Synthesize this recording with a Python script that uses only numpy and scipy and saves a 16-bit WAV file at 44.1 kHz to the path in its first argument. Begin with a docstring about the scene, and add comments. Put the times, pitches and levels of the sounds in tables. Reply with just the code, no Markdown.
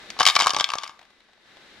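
"""A few glass marbles rattle in a hand-held plastic bottle, close by in a carpeted room.
They thud and knock on the base, clack against the wall and tick against each other, then settle.
Each contact kicks the bottle's modes, with a crack and a crinkle of the thin wall; the air and shell
ring on briefly. Soft taps follow once the bottle is held still. Quiet room noise lies underneath."""
import sys
import numpy as np
from scipy import signal
from scipy.fft import rfft, irfft
from scipy.io import wavfile

SR = 44100
rng = np.random.default_rng(int(sys.argv[2]) if len(sys.argv) > 2 else 0)


def digitize_waveform(pressure):
    """Quantize a signal to 16-bit integers and store it at the path in sys.argv[1].

    Rows of a 2-D input are taken as channels; values are limited to [-1, 1].
    """
    field = np.atleast_2d(pressure).T
    bounded = np.clip(field, -1, 1)
    quanta = np.round(bounded * 32767).astype(np.int16)
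    wavfile.write(sys.argv[1], SR, quanta)


N = 79380
THUD_TOP_HZ, KNOCK_TOP_HZ, CLACK_TOP_HZ = 883, 1770, 4120  # crossovers; the tick lies above
BOTTLE_PAN_DB, NOISE_PAN_DB = 3.5, 2.5  # left over right
WIDTH = 0.23  # stereo spread


def amp(db):
    """Decibels to gain."""
    return 10 ** (np.asarray(db) / 20)


def unit(x):
    """Scales a sound to unit energy, averaged over its channels."""
    return x / np.sqrt(np.mean(np.sum(x ** 2, -1)) + 1e-20)


def curve_at(points, hz):
    """Reads a curve on a log-frequency axis."""
    f, value = np.transpose(points)
    return np.interp(np.log(hz + 1), np.log(f + 1), value)


def fader(x, points):
    """Brings a full-length layer to unit RMS, then rides it along (time [s], level [dB]) points."""
    return unit(x) * np.sqrt(N) * amp(np.interp(np.arange(N) / SR, *np.transpose(points)))


def add(mix, start_s, sound):
    """Mixes a stereo sound in at a time."""
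    part = mix[:, max(round(start_s * SR), 0):][:, :sound.shape[1]]
    part += sound[:, :part.shape[1]]


def pan(db):
    """Gains of left and right for a level difference."""
    return amp(np.array([[db], [-db]]) / 2)


def stereo_noise(size):
    """White noise, mostly shared by both ears."""
    mid, side = rng.standard_normal((2, size))
    return mid + WIDTH * np.array([side, -side])


def minimum_phase(points, size=1024):
    """Impulse response with a given spectrum and no pre-ring."""
    log_gain = np.log(amp(curve_at(points, abs(np.fft.fftfreq(size, 1 / SR)))))
    return np.fft.ifft(np.exp(np.conj(signal.hilbert(log_gain)))).real


def decay(t, t60):
    """Exponential fall by 60 dB in t60."""
    return np.exp(-np.log(1000) * t / t60)


def band(x, hz, kind, order=3):
    """Butterworth filter."""
    return signal.sosfilt(signal.butter(order, hz, kind, fs=SR, output="sos"), x)


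def registers(x):
    """Splits a sound into lows, mids and highs."""
    return (band(x, KNOCK_TOP_HZ, "low", order=5),
            band(x, [KNOCK_TOP_HZ, CLACK_TOP_HZ], "band"),
            band(x, CLACK_TOP_HZ, "high", order=5))


def focus(x, hz, width_hz=260, blend_db=6):
    """Lifts the modes near one pitch by blending in a band-passed copy."""
    b, a = signal.iirpeak(hz, hz / width_hz, SR)
    return x + amp(blend_db) * signal.lfilter(b, a, x)


def rumble(level_db=-82, top_hz=70):
    """Faint, steady low rumble of the room."""
    lows = band(stereo_noise(N), top_hz, "low", order=2)
    return amp(level_db) * np.sqrt(N) * unit(lows) * pan(NOISE_PAN_DB)


def room_noise():
    """A bed of room tone that sinks under the rattle and slowly comes back."""
    # broad colour of the bed (frequency [Hz], relative density [dB])
    colour = [(15, -36), (25, -5), (108, -8), (344, -2), (1100, -5), (1600, -2), (3240, -5), (3810, -3.5),
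              (13200, -33), (16000, -67.5)]
    # narrow peaks on top of it (centre [Hz], width [Hz], lift [dB])
    peaks = [(215, 25, 9.5), (340, 16, 5.5), (1550, 50, 6), (1740, 36, 6), (2040, 130, 4.5),
             (3730, 360, 3.5)]
    # likeness of left and right (frequency [Hz], correlation [0..1])
    likeness = [(60, .6), (290, 0.69), (640, 0.98), (1410, 0.7), (3100, 0.25), (6820, .13)]
    # level ride of the bed (time [s], level [dB])
    ride = [(0, -45.5), (.19, -46), (.28, -74), (0.999, -59), (1.2, -60.5), (1.389, -61), (1.48, -54.5),
            (1.62, -51.5), (1.8, -50.5)]
    hz = np.fft.rfftfreq(N, 1 / SR)
    left, other = rfft(rng.standard_normal((2, N)))
    same = curve_at(likeness, hz)
    right = same * left + np.sqrt(1 - same ** 2) * other
    peaks_db = sum(db / (1 + (2 * (hz - centre) / width) ** 2) for centre, width, db in peaks)
    bed = irfft(np.array([left, right]) * amp(curve_at(colour, hz) + peaks_db), N)
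    return fader(bed, ride) * pan(NOISE_PAN_DB)


def room_reverb(x, frame=256, predelay_s=0.0025, crossfeed=0.43):
    """The carpeted room answers with a short, soft tail, different at each ear."""
    # decay of the room, capped below at 0.5 s (frequency [Hz], t60 [s])
    decay_times = [(150, 2.5), (1100, 0.44), (3200, .27), (7000, 0.4), (14000, 0.3)]
    # reverb send (frequency [Hz], level [dB])
    send = [(150, -14), (600, -11), (1150, -10), (1800, -6.5), (3200, -11.5), (6000, -17), (14000, -7.5)]
    noise = rng.standard_normal((2, SR // 2))
    fade_in = np.clip(np.arange(SR // 2) / SR / predelay_s - 1, 0, 1)
    reflections = (noise + crossfeed * noise[::-1]) * fade_in
    hz, t, spectra = signal.stft(reflections, SR, nperseg=frame)
    fall = decay(t, np.minimum(curve_at(decay_times, hz), .5)[:, None])
    fall *= amp(curve_at(send, hz))[:, None] / np.sqrt(np.mean(fall ** 2, 1, keepdims=True))
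    tail = signal.istft(spectra * fall, SR, nperseg=frame)[1] / np.linalg.norm(reflections[0])
    return signal.fftconvolve(x, tail, axes=1)[:, :N]


def soft_taps(size=2048, t60_s=0.028, trim_db=1.0):
    """Light, dull touches once the bottle is held still, too weak to set it ringing."""
    # the touches (time [s], lows [dB], mids [dB], highs [dB])
    taps = [(0.9916, -27, -30, -34), (1.0135, -29, -32.5, -38), (1.028, -32, -33, -43),
            (1.052, -38, -42, -43), (1.104, -34.5, -42, -41), (1.204, -43, -35.5, -45.5),
            (1.286, -37, -43.5, -55.5), (1.293, -39, -47.5, -60), (1.332, -36.5, -38.5, -44.5),
            (1.377, -37.5, -48.5, -52.5), (1.569, -28.5, -30, -40)]
    # colour of a tap before its bands are balanced (frequency [Hz], relative density [dB])
    colour = [(60, -8), (250, -19), (720, 1.5), (1150, -4), (2200, -5.5), (3400, -2), (6000, -8),
              (12000, -21)]
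    out, t = np.zeros((2, N)), np.arange(size) / SR
    for start_s, *levels_db in taps:
        burst = stereo_noise(size) * decay(t, t60_s)
        tap = signal.fftconvolve(burst, minimum_phase(colour)[None], axes=1)
        bands = [amp(db + trim_db) * unit(part) for db, part in zip(levels_db, registers(tap))]
        add(out, start_s, sum(bands))
    return out


def cavity_ring(x):
    """The bottle's air and shell keep ringing between the impacts."""
    # narrow resonances of air and shell (pitch [Hz], width [Hz], gain [dB])
    resonances = [(986, 60, -14), (1174, 14, -12), (1186, 24, -10), (1255, 34, -15.5), (1590, 22, -15.5),
                  (2984, 45, -8), (3520, 60, -18.5), (4600, 45, -11)]
    t = np.arange(SR // 2) / SR
    ring = np.zeros_like(t)
    for hz, width, db in resonances:
        envelope = amp(db) * 2 * np.pi * width / SR * np.exp(-np.pi * width * t)
        ring += envelope * np.cos(2 * np.pi * hz * t)
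    return signal.fftconvolve(x, ring[None], axes=1)[:, :N]


def bottle_modes(t, spread_db=1.84, detune=.012, spread_rad=0.9):
    """All modes kicked together; the point of impact shifts their strength, pitch and phase."""
    # modes of the plastic bottle (pitch [Hz], relative level [dB], t60 [s])
    modes = [(228, -25, 0.0053), (463, -23, 0.011), (688, -11.5, 0.016), (765, -6, 0.017),
             (1133, 3.5, 0.028), (1220, -2, 0.027), (1597, -5, 0.02), (2228, -1, .012), (3086, -2.5, .014),
             (3734, -1.5, .012), (4638, -5, 0.013), (5542, -4, .01), (6180, -6.5, .008),
             (6820, -6.5, 0.011), (8000, -18.5, 0.002), (8900, -20, .005)]
    hz, db, t60 = np.transpose(modes)[:, :, None]
    strength, tuning, shift, skew = rng.standard_normal((4, len(hz), 1))
    phase = 2 * np.pi * hz * (1 + detune * tuning) * t + spread_rad * shift
    envelope = amp(db + spread_db * strength) * decay(t, t60)
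    ear_phase = WIDTH * skew * hz / CLACK_TOP_HZ  # higher modes sound wider
    return unit(np.array([(envelope * np.cos(phase + side * ear_phase)).sum(0) for side in (-1, 1)]))


def crack_and_crinkle(t, crack_db=-3.5, crinkle_db=-11, crinkle_rise_s=0.0024):
    """The contact cracks, and the thin wall crinkles just after."""
    # colour of both (frequency [Hz], relative density [dB])
    colour = [(40, -15.5), (150, -22.5), (400, -9.5), (900, 6.5), (1800, -4), (3200, 0), (5500, -2),
              (7500, -10.5), (10000, -15.5), (13000, -26), (16000, -37)]
    noise = stereo_noise(len(t))
    crack = noise * decay(t, t60=.002)
    crinkle = noise * decay(t, t60=.022) * (1 - np.exp(-t / crinkle_rise_s))
    burst = amp(crack_db) * unit(crack) + amp(crinkle_db) * unit(crinkle)
    return signal.fftconvolve(burst, unit(minimum_phase(colour))[None], axes=1)[:, :len(t)]


def impact(size=2048, attack_s=.00018):
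    """One marble contact: ringing body plus noisy transient, with random polarity."""
    t = np.arange(size) / SR
    attack = 1 - np.exp(-t / attack_s)
    return (bottle_modes(t) + crack_and_crinkle(t)) * attack * rng.choice([-1, 1])


def marbles_rolling(voices=12, contacts_per_s=230, low_cut_hz=1120):
    """Many tiny contacts as the marbles roll and jostle over the ribs of the base."""
    # swells of the rolling (time [s], level [dB])
    ride = [(.17, -66), (0.204, -31.5), (.232, -25.5), (.25, -58), (.285, -23.5), (.31, -41), (.345, -54),
            (0.408, -32), (.52, -45.5), (.62, -41), (.68, -53), (.8, -47), (.89, -48.5), (.95, -69),
            (1.1, -88)]
    out = np.zeros((2, N))
    for _ in range(voices):
        contacts = (rng.random(N) < contacts_per_s / voices / SR) * rng.uniform(.3, 1, N)
        out += signal.oaconvolve(contacts[None], impact(), axes=1)[:, :N]
    return fader(band(out, low_cut_hz, "high", order=2), ride)  # tiny contacts hardly move the base


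def marble_hits(thud_trim_db=-1.5, knock_trim_db=-1, clack_trim_db=-1.5, tick_trim_db=1.0):
    """Each hit has its own blend of base thud, hollow knock, wall clack and glassy tick."""
    # marble impacts
    # (time [s], thud [dB], knock [dB], clack [dB], tick [dB], clack pitch [Hz], tick pitch [Hz])
    hits = [(0.1027, -21, -27, -10.5, -12, 2550, 4800), (0.165, -20.5, -20, -25, -41, 2480, 4460),
            (0.1903, -10, -9, -8, -8.5, 2810, 4860), (0.1983, -9.5, -5, -0.5, -5, 3240, 4630),
            (0.201, -4, -2.5, -2, -0.5, 3860, 4760), (0.206, 0.5, 11.5, 4.5, -2, 2950, 5000),
            (0.2105, -12, -3, -7, -16, 3180, 4940), (0.2141, -3, 2.5, -9, -11, 2900, 5680),
            (0.2173, -11, -3.5, 2, -7, 2720, 4950), (0.2283, -26.5, -15, -2, -6, 2820, 4700),
            (0.231, -16.5, -10.5, -22, 1, 2790, 4940), (0.2531, -25, -11, 5.5, 4, 2290, 4740),
            (0.2643, -5.5, 8, 12, 9, 3200, 4920), (0.2681, -20, -10, 0, 2.5, 3150, 4650),
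            (0.2717, -8, -3, 9.5, -8, 3340, 4370), (0.2749, -12, 1.5, 9, 7, 3460, 5420),
            (0.2851, -10, -24, 7, 3, 3780, 4910), (0.287, -22, 1, 4, -7, 3520, 4400),
            (0.2923, -24.5, -13, 3, -3, 3730, 4600), (0.2989, -16, -4.5, 5, -1, 3600, 4730),
            (0.3043, -25.5, -7.5, -6, -10, 3640, 4500), (0.3082, -19, -16, -4, -8, 3230, 4430),
            (0.3532, -11.5, -5, 3.5, 2, 3040, 5380), (0.3611, -14.5, -3.5, 1.5, -0.5, 3200, 5050),
            (0.3641, -2.5, 10.5, 10, 3, 2306, 4330), (0.3889, -7.5, -1, -30, -6, 2900, 5050),
            (0.392, -29.5, -13, 2, 0, 2200, 5300), (0.401, -1.5, 5.5, 0, 3, 3880, 5000),
            (0.4051, -20.5, -13.5, -4, -16, 2163, 4670), (0.4083, -7, 6, 4, 0.5, 2480, 4890),
            (0.4148, -28.5, -20, 1.5, -8, 2100, 5140), (0.4203, -12, 0, 3, -6, 3340, 4570),
            (0.422, -6.5, -14, -13, -2.5, 3640, 4860), (0.4294, -13, -11.5, -2.5, -11, 2870, 4860),
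            (0.4338, -13.5, -8, -8, -5, 3540, 4800), (0.4424, -27, -11, -1, -8, 2930, 5700),
            (0.4487, -15, -23, -20, -11.5, 2940, 5140), (0.4603, -1.5, 3.5, -24, -5, 2470, 5800),
            (0.469, -5.5, 11.5, -2.5, 2, 2960, 4120), (0.4761, -14, -14.5, -2.5, -7, 2500, 5130),
            (0.4806, -17, -4, -3, -6.5, 3500, 5840), (0.4944, -8.5, -3, -3, -4, 3650, 5060),
            (0.505, -11.5, -8, 1, 0.5, 3050, 5140), (0.5348, -8, -10, -17, -6, 2720, 4800),
            (0.5462, -5.5, -9.5, -0.5, -8.5, 3380, 4560), (0.5647, -1, 3, -0.5, -1.5, 3700, 5770),
            (0.575, -12, -15, -20, -18, 3110, 5240), (0.5864, -13.5, -6.5, -11, -9, 3570, 4620),
            (0.595, -23, -19.5, -13, -13, 3200, 5300), (0.5984, -19.5, -1, 3, -3, 3110, 4540),
            (0.6082, -6.5, 0, 4, 1, 3280, 5040), (0.6423, -34.5, -17, 8.5, -2.5, 3410, 5230),
            (0.6896, -18.5, -6.5, -7, -13, 3040, 4640), (0.7024, -22.5, -6.5, -2.5, -9.5, 2700, 4830),
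            (0.7178, -19, -7, -21, -15, 2750, 4670), (0.7358, -10.5, 2.5, -4, -11.5, 3150, 5900),
            (0.7407, -22, -16, -21, -15, 3550, 4200), (0.754, -8.5, -8, -22, -11, 2660, 6100),
            (0.7848, -21.5, -8.5, -5, -9, 3380, 5200), (0.8347, -20.5, -7.5, -10.5, -11.5, 2940, 4330),
            (0.841, -24.5, -25, -14, -15, 2440, 5110), (0.8524, -31.5, -21, -16, -40, 3100, 5000),
            (0.8632, -30, -18.5, -22, -38, 2490, 4500), (0.8767, -36, -20.5, -18, -17.5, 2440, 5140),
            (0.894, -19.5, -17, -21, -26.5, 2780, 5230)]
    hardness, sparkle_hz = .12, 9500  # harder ticks are brighter
    out = np.zeros((2, N))
    for start_s, thud_db, knock_db, clack_db, tick_db, clack_hz, tick_hz in hits:
        lows, mids, highs = registers(impact())
        sparkle = amp(hardness * tick_db) * band(highs, sparkle_hz, "high", order=1)
        thud = amp(thud_db + thud_trim_db) * unit(band(lows, THUD_TOP_HZ, "low", order=5))
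        knock = amp(knock_db + knock_trim_db) * unit(band(lows, THUD_TOP_HZ, "high", order=4))
        clack = amp(clack_db + clack_trim_db) * unit(focus(mids, clack_hz))
        tick = amp(tick_db + tick_trim_db) * unit(focus(highs + sparkle, tick_hz))
        add(out, start_s, thud + knock + clack + tick)
    return out


def scene(low_cut_hz=60, right_delay_s=.000034):
    """The bottle, close and a little to the left, over the room's tail and noise."""
    rattle = band(marble_hits() + marbles_rolling(), low_cut_hz, "high", order=1)
    left, right = rattle + cavity_ring(rattle) + soft_taps()
    delay = np.exp(-2j * np.pi * np.fft.rfftfreq(N, 1 / SR) * right_delay_s)
    right = irfft(rfft(right) * delay, N)
    bottle = np.array([left, right]) * pan(BOTTLE_PAN_DB)
    return bottle + room_reverb(bottle) + room_noise() + rumble()


def record(dry, cutoff_hz=15900):
    """Peaks clip at full scale, then a steep low-pass trims the very top."""
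    lowpass = signal.firwin(511, cutoff_hz, window=("kaiser", 8), fs=SR)
    return signal.oaconvolve(np.clip(dry, -1, 1), lowpass[None], "same")


dry = scene()
out = record(dry)
digitize_waveform(out)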